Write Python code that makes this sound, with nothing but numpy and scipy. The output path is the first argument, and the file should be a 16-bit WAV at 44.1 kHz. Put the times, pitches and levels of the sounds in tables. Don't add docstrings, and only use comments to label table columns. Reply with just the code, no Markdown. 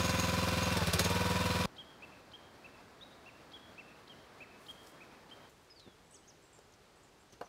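import sys
import numpy as np
from scipy import signal
from scipy.fft import rfft, irfft
from scipy.io import wavfile
from scipy.ndimage import uniform_filter1d

SR = 44100
rng = np.random.default_rng(int(sys.argv[2]) if len(sys.argv) > 2 else 0)


def generate_wav(sig):
    pcm = np.round(np.clip(np.atleast_2d(sig).T, -1, 1) * 32767).astype(np.int16)
    wavfile.write(sys.argv[1], SR, pcm)


def gain_from_decibels(decibels):
    exponent = np.asarray(decibels, float) / 20
    return 10 ** exponent


N = 329868
TIME = np.arange(N) / SR
CUTS = (1.657, 5.491)
FIRST_TURN = .287


def evened(x):
    return x / np.sqrt(np.mean(x ** 2) + 1e-20)


def add(mix, s, sound):
    part = mix[round(s * SR):][:len(sound)]
    part += sound[:len(part)]


def along(rows, t):
    s, *columns = np.transpose(rows)
    return [np.interp(t, s, c) for c in columns]


def coloured(x, points):
    hz = np.fft.rfftfreq(len(x), 1 / SR)
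    f, db = np.transpose(points)
    gain = gain_from_decibels(np.interp(np.log(hz + 1), np.log(f + 1), db))
    return evened(irfft(rfft(x) * gain, len(x)))


def resonate(x, hz, width):
    turn = np.exp(2j * np.pi * np.cumsum(hz * np.ones(len(x))) / SR)
    r = np.exp(-np.pi * width / SR)
    return 2 * (turn * signal.lfilter([1 - r], [1, -r], x / turn)).real


def resonate_twice(x, hz, width):
    return resonate(resonate(x, hz, width), hz, width)


def ring(hz, t60, rise, size=6000):
    t = TIME[:size]
    return np.sin(2 * np.pi * hz * t) * gain_from_decibels(-60 * t / t60) * (1 - np.exp(-t / rise))


def woods(x, t60, wet_db):
    t = TIME[:SR // 2]
    tree_line = gain_from_decibels(-6.0) * np.exp(-((t - .17 * t60) / (.07 * t60)) ** 2)
    fall = gain_from_decibels(-60 * t / t60) + gain_from_decibels(-8 - 60 * t / (2.2 * t60)) + tree_line
    sparse = rng.standard_normal(len(t)) * (rng.random(len(t)) < .01)
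    taps = sparse * fall * (t > .006) * (1 - np.exp(-t / 0.0095))
    return x + gain_from_decibels(wet_db) * signal.fftconvolve(x, taps / np.linalg.norm(taps))[:N]


def engine():
    # [start_s, firings_per_s]
    speeds = [
        (0.0, 20.94),
        (0.72, 20.72),
        (0.79, 18.8),
        (0.91, 15.07),
        (0.96, 15.4),
        (1.0, 19.2),
        (1.2, 20.15),
        (1.66, 20.42),
    ]
    # [start_s, level_db]
    pressure = [
        (0, -41.5),
        (.74, -41),
        (.82, -33.5),
        (.89, -53),
        (1.0, -45),
        (1.1, -36),
        (1.65, -40),
    ]
    t = TIME[:round(CUTS[0] * SR)]
    speed = along(speeds, t)[0]
    turns = FIRST_TURN + np.cumsum(speed) / SR
    load = 1 - speed / speed[0]
    white = rng.standard_normal(len(t))
    gate_db = valve_gate(turns)
    wobble = uniform_filter1d(rng.standard_normal((2, len(t))), 300)
    teeth = np.sin(2 * np.pi * 48 * turns + (10 + 80 * load) * wobble[0])
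    whine = teeth * gain_from_decibels(40 * wobble[1] - 1 - 40 * load + along(pressure, t)[0])
    squeal = evened(resonate(white, 6550, 110) * gain_from_decibels(1.3 * gate_db)) * guard(t) * gain_from_decibels(-10.0)
    rattle = gain_from_decibels(-36.5 - 8 * load) * clatter(white, turns, gate_db)
    return gain_from_decibels(-34.5) * exhaust(turns, speed) + rattle + whine + squeal


def exhaust(turns, speed):
    # [delay_s, pitch_hz, t60_s, rise_s, level_db]
    strokes = [(0.0174, 69, 0.2, 0.012, -23.9), (0.0099, 95, 0.103, 0.012, -9.6),
               (0.0018, 179, 0.096, 0.012, -8.9), (0.0118, 277, 0.047, 0.0003, -18),
               (0.0083, 372, 0.048, 0.0009, -17.5), (0.0081, 520, 0.012, 0.0038, 0.0),
               (0.0156, 512, 0.11, 0.0007, -24), (0.0189, 611, 0.015, 0.0003, -16.6)]
    # [delay_s, pitch_hz, t60_s, rise_s, level_db]
    taps_and_rings = [(0.016, 1550, 0.003, 0.00088, -7.5), (0.031, 1490, 0.004, 0.0013, -13),
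                      (0.013, 1200, .008, 0.00049, -36), (0.01236, 136.4, 0.044, 0.011, -19),
                      (0.01864, 645, 0.018, 0.0014, -33), (0.0047, 257, 0.069, 0.0085, -18.5)]
    rings = list(strokes) + list(taps_and_rings)
    lead = round(FIRST_TURN / speed[0] * SR)
    starts = np.r_[0, lead + np.flatnonzero(np.diff(np.floor(turns)))]
    spread = rng.standard_normal((len(starts), len(rings)))
    out = np.zeros(len(turns) + lead)
    for at, chances in zip(starts, spread):
        slowing = speed[max(at - lead, 0)] / speed[0]
        load = 1 - slowing
        for (delay, hz, t60, rise, db), chance in zip(rings, chances):
            sag = slowing ** (1 if t60 * hz > 50 else .15)
            boom_db = 28 * load * np.exp(-((hz - 135) / 50) ** 2)
            boom_db -= load * (30 * (200 < hz < 400) + 10 * (hz == 179) + 10 * (hz < 100))
            chance_db = (.4 + 1.5 * load) * (hz / 200) ** .5 * chance
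            hit = gain_from_decibels(db + boom_db + chance_db) * ring(hz * sag, t60, rise)
            add(out, at / SR + delay / sag, hit)
    return evened(out[lead:])


def valve_gate(turns):
    # [cycle_share, width_share, level_db]
    valves = [(.1, 0.028, 3), (.27, 0.041, 4), (.47, 0.16, 4.5), (.72, 0.047, 2.5), (1.0, 0.034, 5)]
    gate_db = 0
    for at, width, db in valves:
        offset = (turns - at + .5) % 1 - .5
        gate_db = gate_db + db * np.exp(-(offset / width) ** 2)
    return gate_db


def clatter(white, turns, gate_db):
    # [pitch_hz, level_db per Hz]
    spectrum = [(30, -62), (100, -10), (250, -8), (320, -13.5), (600, -7.5), (750, -14.5), (850, -18.5),
                (1050, -11.5), (1950, -17), (2500, -15), (4930, -17.5), (6500, -23.5), (16000, -35)]
    # [pitch_hz, width_hz, level_db]
    panels = [(1134, 23, -17), (1370, 17, -22), (1506, 15, -12.5), (1803, 11, -18.5), (2420, 120, -11.5),
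              (2720, 8.6, -12.5), (3600, 100, -16), (4060, 10, -16), (4900, 100, -25.5), (5500, 46, -29)]
    pattern = rng.standard_normal(2100)
    repeated = pattern[(turns % 1 * len(pattern)).astype(int)]
    repeated = signal.sosfilt(signal.butter(2, 700, "high", fs=SR, output="sos"), repeated)
    low = signal.butter(2, 2200, fs=SR, output="sos")
    drive = white + signal.sosfiltfilt(low, .85 * repeated - .3 * white) + .3 * repeated
    casing = sum(gain_from_decibels(db) * evened(resonate(drive, hz, width)) for hz, width, db in panels)
    return evened(gain_from_decibels(gate_db) * (coloured(drive, spectrum) + gain_from_decibels(-2.5) * casing))


def guard(t):
    # [start_s, level_db, t60_s]
    shakes = [
        (0, -35.5, 1.4),
        (.18, -37, .4),
        (.625, -29, .12),
        (.72, -50, .2),
        (.934, -46, .1),
        (.988, -20, .1),
        (1.038, -20, .08),
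    ]
    level = 0
    for s, db, t60 in shakes:
        swell = 1 - np.exp(-np.maximum(t - s, 0) / 0.011)
        level = level + gain_from_decibels(db - 60 * (t - s) / t60) * swell * (t > s)
    return level


def cracks():
    # [start_s, peak_db, treble_db]
    snaps = [(0.0474, -27, -22), (0.092, -24, -19.5), (0.196, -23.5, -19), (0.2922, -34, -21),
             (0.482, -27, -23), (0.5694, -38, -6), (0.7226, -27, -20), (0.7681, -22.5, -18),
             (0.8114, -41, -18), (0.869, -24.5, -17), (0.9322, -13.5, -15.5), (0.9838, -27, -33),
             (0.9916, -11.5, -16), (1.045, -19.5, -18), (1.097, -30, -10), (1.1474, -33, -13),
             (1.297, -34, -12), (1.455, -37, -11)]
    # [pitch_hz, level_db per Hz]
    spectrum = [(590, -2.5), (1000, -3), (1810, 0), (2740, -5.5), (3580, 0.5), (5570, -0.5), (6250, -3.5),
                (9060, 0.5), (9830, -1), (16000, -9)]
    out, t = np.zeros(N), TIME[:4000]
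    for s, db, treble_db in snaps:
        t60 = 0.023 * (1 - 0.015 * (db + 32))
        grain = gain_from_decibels(7.04 * uniform_filter1d(rng.standard_normal(len(t)), 30))
        colour = [(hz, level + (treble_db + 11.0) * (hz > 6000)) for hz, level in spectrum]
        fall = gain_from_decibels(-60 * t / t60) + gain_from_decibels(-20 - 60 * t / .1)
        fall = fall * (1 - np.exp(-t / .003)) ** 2
        add(out, s, gain_from_decibels(db + 4.0) * fall * grain * coloured(rng.standard_normal(len(t)), colour))
    return out


def judder():
    # [start_s, peak_db]
    rail_knocks = [
        (.905, -31),
        (.925, -31),
        (.967, -28),
        (.987, -28),
        (1.007, -26),
    ]
    out = np.zeros(N)
    for s, db in rail_knocks:
        add(out, s, gain_from_decibels(db) * ring(476, 0.032, .003))
    return out


def whistle(hz, db):
    rough = uniform_filter1d(rng.standard_normal(len(hz)), 60)
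    tone = np.sin(2 * np.pi * np.cumsum(hz) / SR)
    return gain_from_decibels(db + 10.7 * rough) * tone * signal.windows.tukey(len(hz), .2)


def arch(rise, fall, db, top_hz, shape, warble):
    t = np.arange(-rise, fall, 1 / SR)
    climb_hz, drop_hz, climb_db, drop_db, lag = shape

    def bent(u):
        return abs(u / .02) ** np.where(u < 0, 2, 1.36)

    hz = top_hz - np.where(t < 0, climb_hz, drop_hz) * bent(t)
    hz = hz * (1 + warble * np.sin(2 * np.pi * 140 * t))
    return whistle(hz, db + 2.0 - np.where(t < lag, climb_db, drop_db) * bent(t - lag))


def near_bird():
    # [start_s, rise_s, fall_s, level_db, top_hz]
    notes = [(1.779, 0.02, .026, -47.5, 3300), (2.02, 0.023, .009, -49.5, 2680),
             (2.333, .02, 0.0085, -50.5, 3250), (2.642, 0.019, 0.0063, -51.5, 2685),
             (3.008, .028, 0.0045, -52, 3840), (3.258, 0.02, 0.013, -54.5, 2770),
             (3.532, 0.019, 0.028, -50.5, 3370), (3.778, 0.0207, 0.0047, -48.5, 2690),
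             (4.094, 0.011, 0.034, -52.5, 3230), (4.402, .024, .008, -49, 2630),
             (4.683, 0.02, 0.016, -47, 3270), (5.004, 0.023, 0.0035, -53, 2560),
             (5.31, .019, 0.011, -53, 3200)]
    # [start_s, level_db]
    flicks = [(1.762, -57.5), (2.313, -60), (3.514, -58), (4.071, -58.5), (4.660, -58), (5.291, -62)]
    # [start_s, level_db, pitch_hz]
    hooks = [(2.048, -61, 2600), (2.662, -54, 2670), (3.288, -49, 2690), (3.804, -51, 2580),
             (4.433, -49, 2520), (5.030, -53, 2500)]
    # climb_hz, drop_hz, climb_db, drop_db, level_lag_s
    shape = (283, 223, 2.7, 6.8, 0.00092)
    out, u = np.zeros(N), np.linspace(0, 1, 750)
    for s, *row in notes:
        add(out, s, arch(*row, shape, 0.0022))
    for s, db in flicks:
        breath = resonate_twice(rng.standard_normal(len(u)), 2900 + 1900 * u, 1300)
        add(out, s, gain_from_decibels(db) * evened(breath) * np.sin(np.pi * u))
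    for s, db, hz in hooks:
        add(out, s, whistle(hz * (1 - 0.26 * u), db - 14.0 * u))
    return woods(out, 0.62, -7.5) * (TIME < CUTS[1])


def handling():
    # [peak_s, level_db, swell_s, fade_s], each time for 12 dB
    shuffles = [
        (4.612, -70, .02, .1),
        (4.705, -64, .09, .06),
        (4.88, -64, .11, 0.06),
        (5.496, -68, .002, .045),
        (5.572, -75, .006, .025),
        (5.625, -76, .03, .09),
    ]
    # [start_s, peak_db, pitch_hz, width_hz, t60_s]
    ticks = [(4.6054, -52, 9000, 5000, .015), (4.7094, -38, 8000, 5000, .015),
             (4.87, -33, 5360, 4000, 0.018), (4.876, -49, 7500, 4000, 0.013),
             (4.9094, -62, 5000, 4000, .015), (5.645, -49, 7000, 6000, .02),
             (5.698, -43, 2000, 2000, 0.026), (5.752, -57, 7000, 1500, .02), (5.491, -56, 9000, 8000, .02),
             (5.796, -38, 4000, 2520, 0.056), (6.2594, -54, 11500, 2000, .02),
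             (6.5887, -40.5, 6000, 6000, .02), (6.723, -44, 6800, 2000, .02),
             (6.7374, -42, 5500, 3000, .03), (7.3254, -41, 5000, 6000, .04), (7.335, -43, 3500, 4000, .04),
             (7.4092, -44, 6000, 7000, .015)]
    # [start_s, peak_db, pitch_factor]
    knocks = [
        (5.865, -44, 0.46),
        (5.876, -38, 0.49),
        (6.586, -46.5, 0.84),
        (7.317, -65, 0.53),
        (7.331, -46, 0.47),
        (7.4117, -26, 1.01),
        (7.4225, -38.5, 1.15),
        (7.433, -48, 1.4),
        (7.465, -49, 1.28),
    ]
    # [pitch_hz, level_db, t60_s]
    wood = [(300, -3, 0.034), (430, -11, 0.062), (505, 7.5, 0.03), (705, 2, 0.049), (794, 1.5, 0.032),
            (993, 3, 0.029), (1184, -7, 0.041), (1500, 0.5, 0.022), (2070, -22, 0.015), (2800, -12, 0.029),
            (4312, -9.5, .02), (5600, -17, .02)]
    out, t = np.zeros(N), TIME[:6000]
    for s, db, swell, fade in shuffles:
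        span = np.arange(-2 * swell, 2 * fade, 1 / SR)
        lumps = gain_from_decibels(25. * uniform_filter1d(rng.standard_normal(len(span)), 80))
        crackle = rng.standard_normal(len(span)) * lumps
        leaves = evened(resonate(resonate(crackle, 6800, 9000), 7900, 12000))
        add(out, s + span[0], gain_from_decibels(db - 12 * abs(span) / np.where(span < 0, swell, fade)) * leaves)
    for s, db, hz, width, t60 in ticks:
        noise = evened(resonate_twice(rng.standard_normal(len(t)), hz, width))
        add(out, s, gain_from_decibels(db - 15.5 - 60 * t / t60) * (1 - np.exp(-t / .0007)) * noise)
    for s, db, factor in knocks:
        modes = sum(gain_from_decibels(d) * ring(hz * factor, t60, 0.0015) for hz, d, t60 in wood)
        scrape = evened(resonate(rng.standard_normal(len(t)), 1200 * factor, 1500 * factor))
        scrape = scrape * gain_from_decibels(-13.5 - 60 * t / 0.039) * (1 - np.exp(-t / 0.0012))
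        add(out, s, gain_from_decibels(db - 9.5) * (modes + scrape))
    return woods(out, 0.09, -14.5)


def far_birds():
    # [start_s, rise_s, fall_s, level_db, top_hz]
    arches = [
        (6.132, .014, 0.04, -59, 6800),
        (6.273, 0.013, 0.028, -58, 6630),
    ]
    # [start_s, length_s, level_db, from_hz, towards_hz]
    slides = [
        (5.701, 0.029, -59.5, 5180, 4270),
        (5.747, 0.21, -62.5, 5060, 2950),
        (6.135, 0.029, -71, 2750, 6000),
        (6.232, .03, -75, 2900, 4300),
    ]
    # [start_s, level_db, pitch_hz, t60_s, fuzz_db]
    buzzes = [(6.04, -77, 7750, 0.47, -9), (6.107, -61.5, 8020, 0.39, -2.5), (6.42, -71, 7700, .4, -1),
              (6.527, -67, 7400, 0.38, -1), (6.955, -80, 7900, .4, 5), (7.03, -74.5, 7140, 0.32, 3.5),
              (7.195, -77, 7600, .25, 4), (7.302, -70, 6400, .06, -20), (7.323, -57, 6100, 0.065, -20),
              (7.431, -62, 6200, .025, -20), (7.445, -59, 6250, .04, -20), (7.453, -58.5, 6000, .07, -20)]
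    # climb_hz, drop_hz, climb_db, drop_db, level_lag_s
    shape = (4100, 1350, 6.4, 13, 0.011)
    out, t = np.zeros(N), TIME[:9000]
    for s, *row in arches:
        add(out, s, arch(*row, shape, 0.045))
    for s, length, db, from_hz, to_hz in slides:
        u = np.arange(0, length, 1 / SR)
        hz = to_hz + (from_hz - to_hz) * np.exp(-u / .1)
        add(out, s, whistle(hz * (1 + .006 * np.sin(2 * np.pi * 140 * u)), db + 3.5 - 64 * u))
    for s, db, hz, t60, fuzz_db in buzzes:
        white = rng.standard_normal(len(t))
        core = evened(resonate_twice(white, hz, 350))
        fuzz = evened(resonate(resonate(white, 1.07 * hz, 1300), 1.08 * hz, 1300))
        fuzz = fuzz * gain_from_decibels(fuzz_db - 60 * t / 0.76)
        throb = (1 + .5 * np.sin(2 * np.pi * 58 * t)) / (1 + (t / .11) ** 8)
        level = gain_from_decibels(db - 60 * t / t60) * (1 - np.exp(-t / 0.0033))
        add(out, s, level * throb * (core + fuzz))
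    return woods(out, .2, -8.5)


def air():
    # [pitch_hz, level_db per Hz]
    yard_spectrum = [(15, -42), (25, -9.5), (102, -1), (166, -2), (263, -0.5), (317, -1), (754, -3.5),
                     (1650, -8), (2910, -16), (4490, -16.5), (6210, -22.5), (14800, -34), (16000, -32)]
    # [pitch_hz, level_db per Hz]
    stack_spectrum = [(15, -38), (25, 5), (64, 2), (141, 3.5), (229, -1), (394, 3), (560, -1), (1260, -4.5),
                      (2050, -9), (4740, -13), (7920, -18.5), (14400, -29), (16000, -32)]
    swell = evened(uniform_filter1d(rng.standard_normal(N), 2500))
    yard = gain_from_decibels(-57.5 + 0.57 * swell) * coloured(rng.standard_normal(N), yard_spectrum)
    stack = gain_from_decibels(-62.5 + 0.25 * swell) * coloured(rng.standard_normal(N), stack_spectrum)
    return np.where(TIME < CUTS[1], yard, stack) * (TIME > CUTS[0])


def scene():
    mix = cracks() + judder() + near_bird() + handling() + far_birds() + air()
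    add(mix, 0, engine())
    return mix[None]


def top_cut(x):
    return signal.sosfilt(signal.butter(12, 16630, fs=SR, output="sos"), x)


def record(dry):
    cut = signal.sosfilt(signal.butter(3, 38, "high", fs=SR, output="sos"), dry)
    edge = signal.firwin(511, 15750, window=("kaiser", 9), fs=SR)
    mix = signal.oaconvolve(cut, edge[None], "same")
    return top_cut(mix)


dry = scene()
out = record(dry)
generate_wav(out)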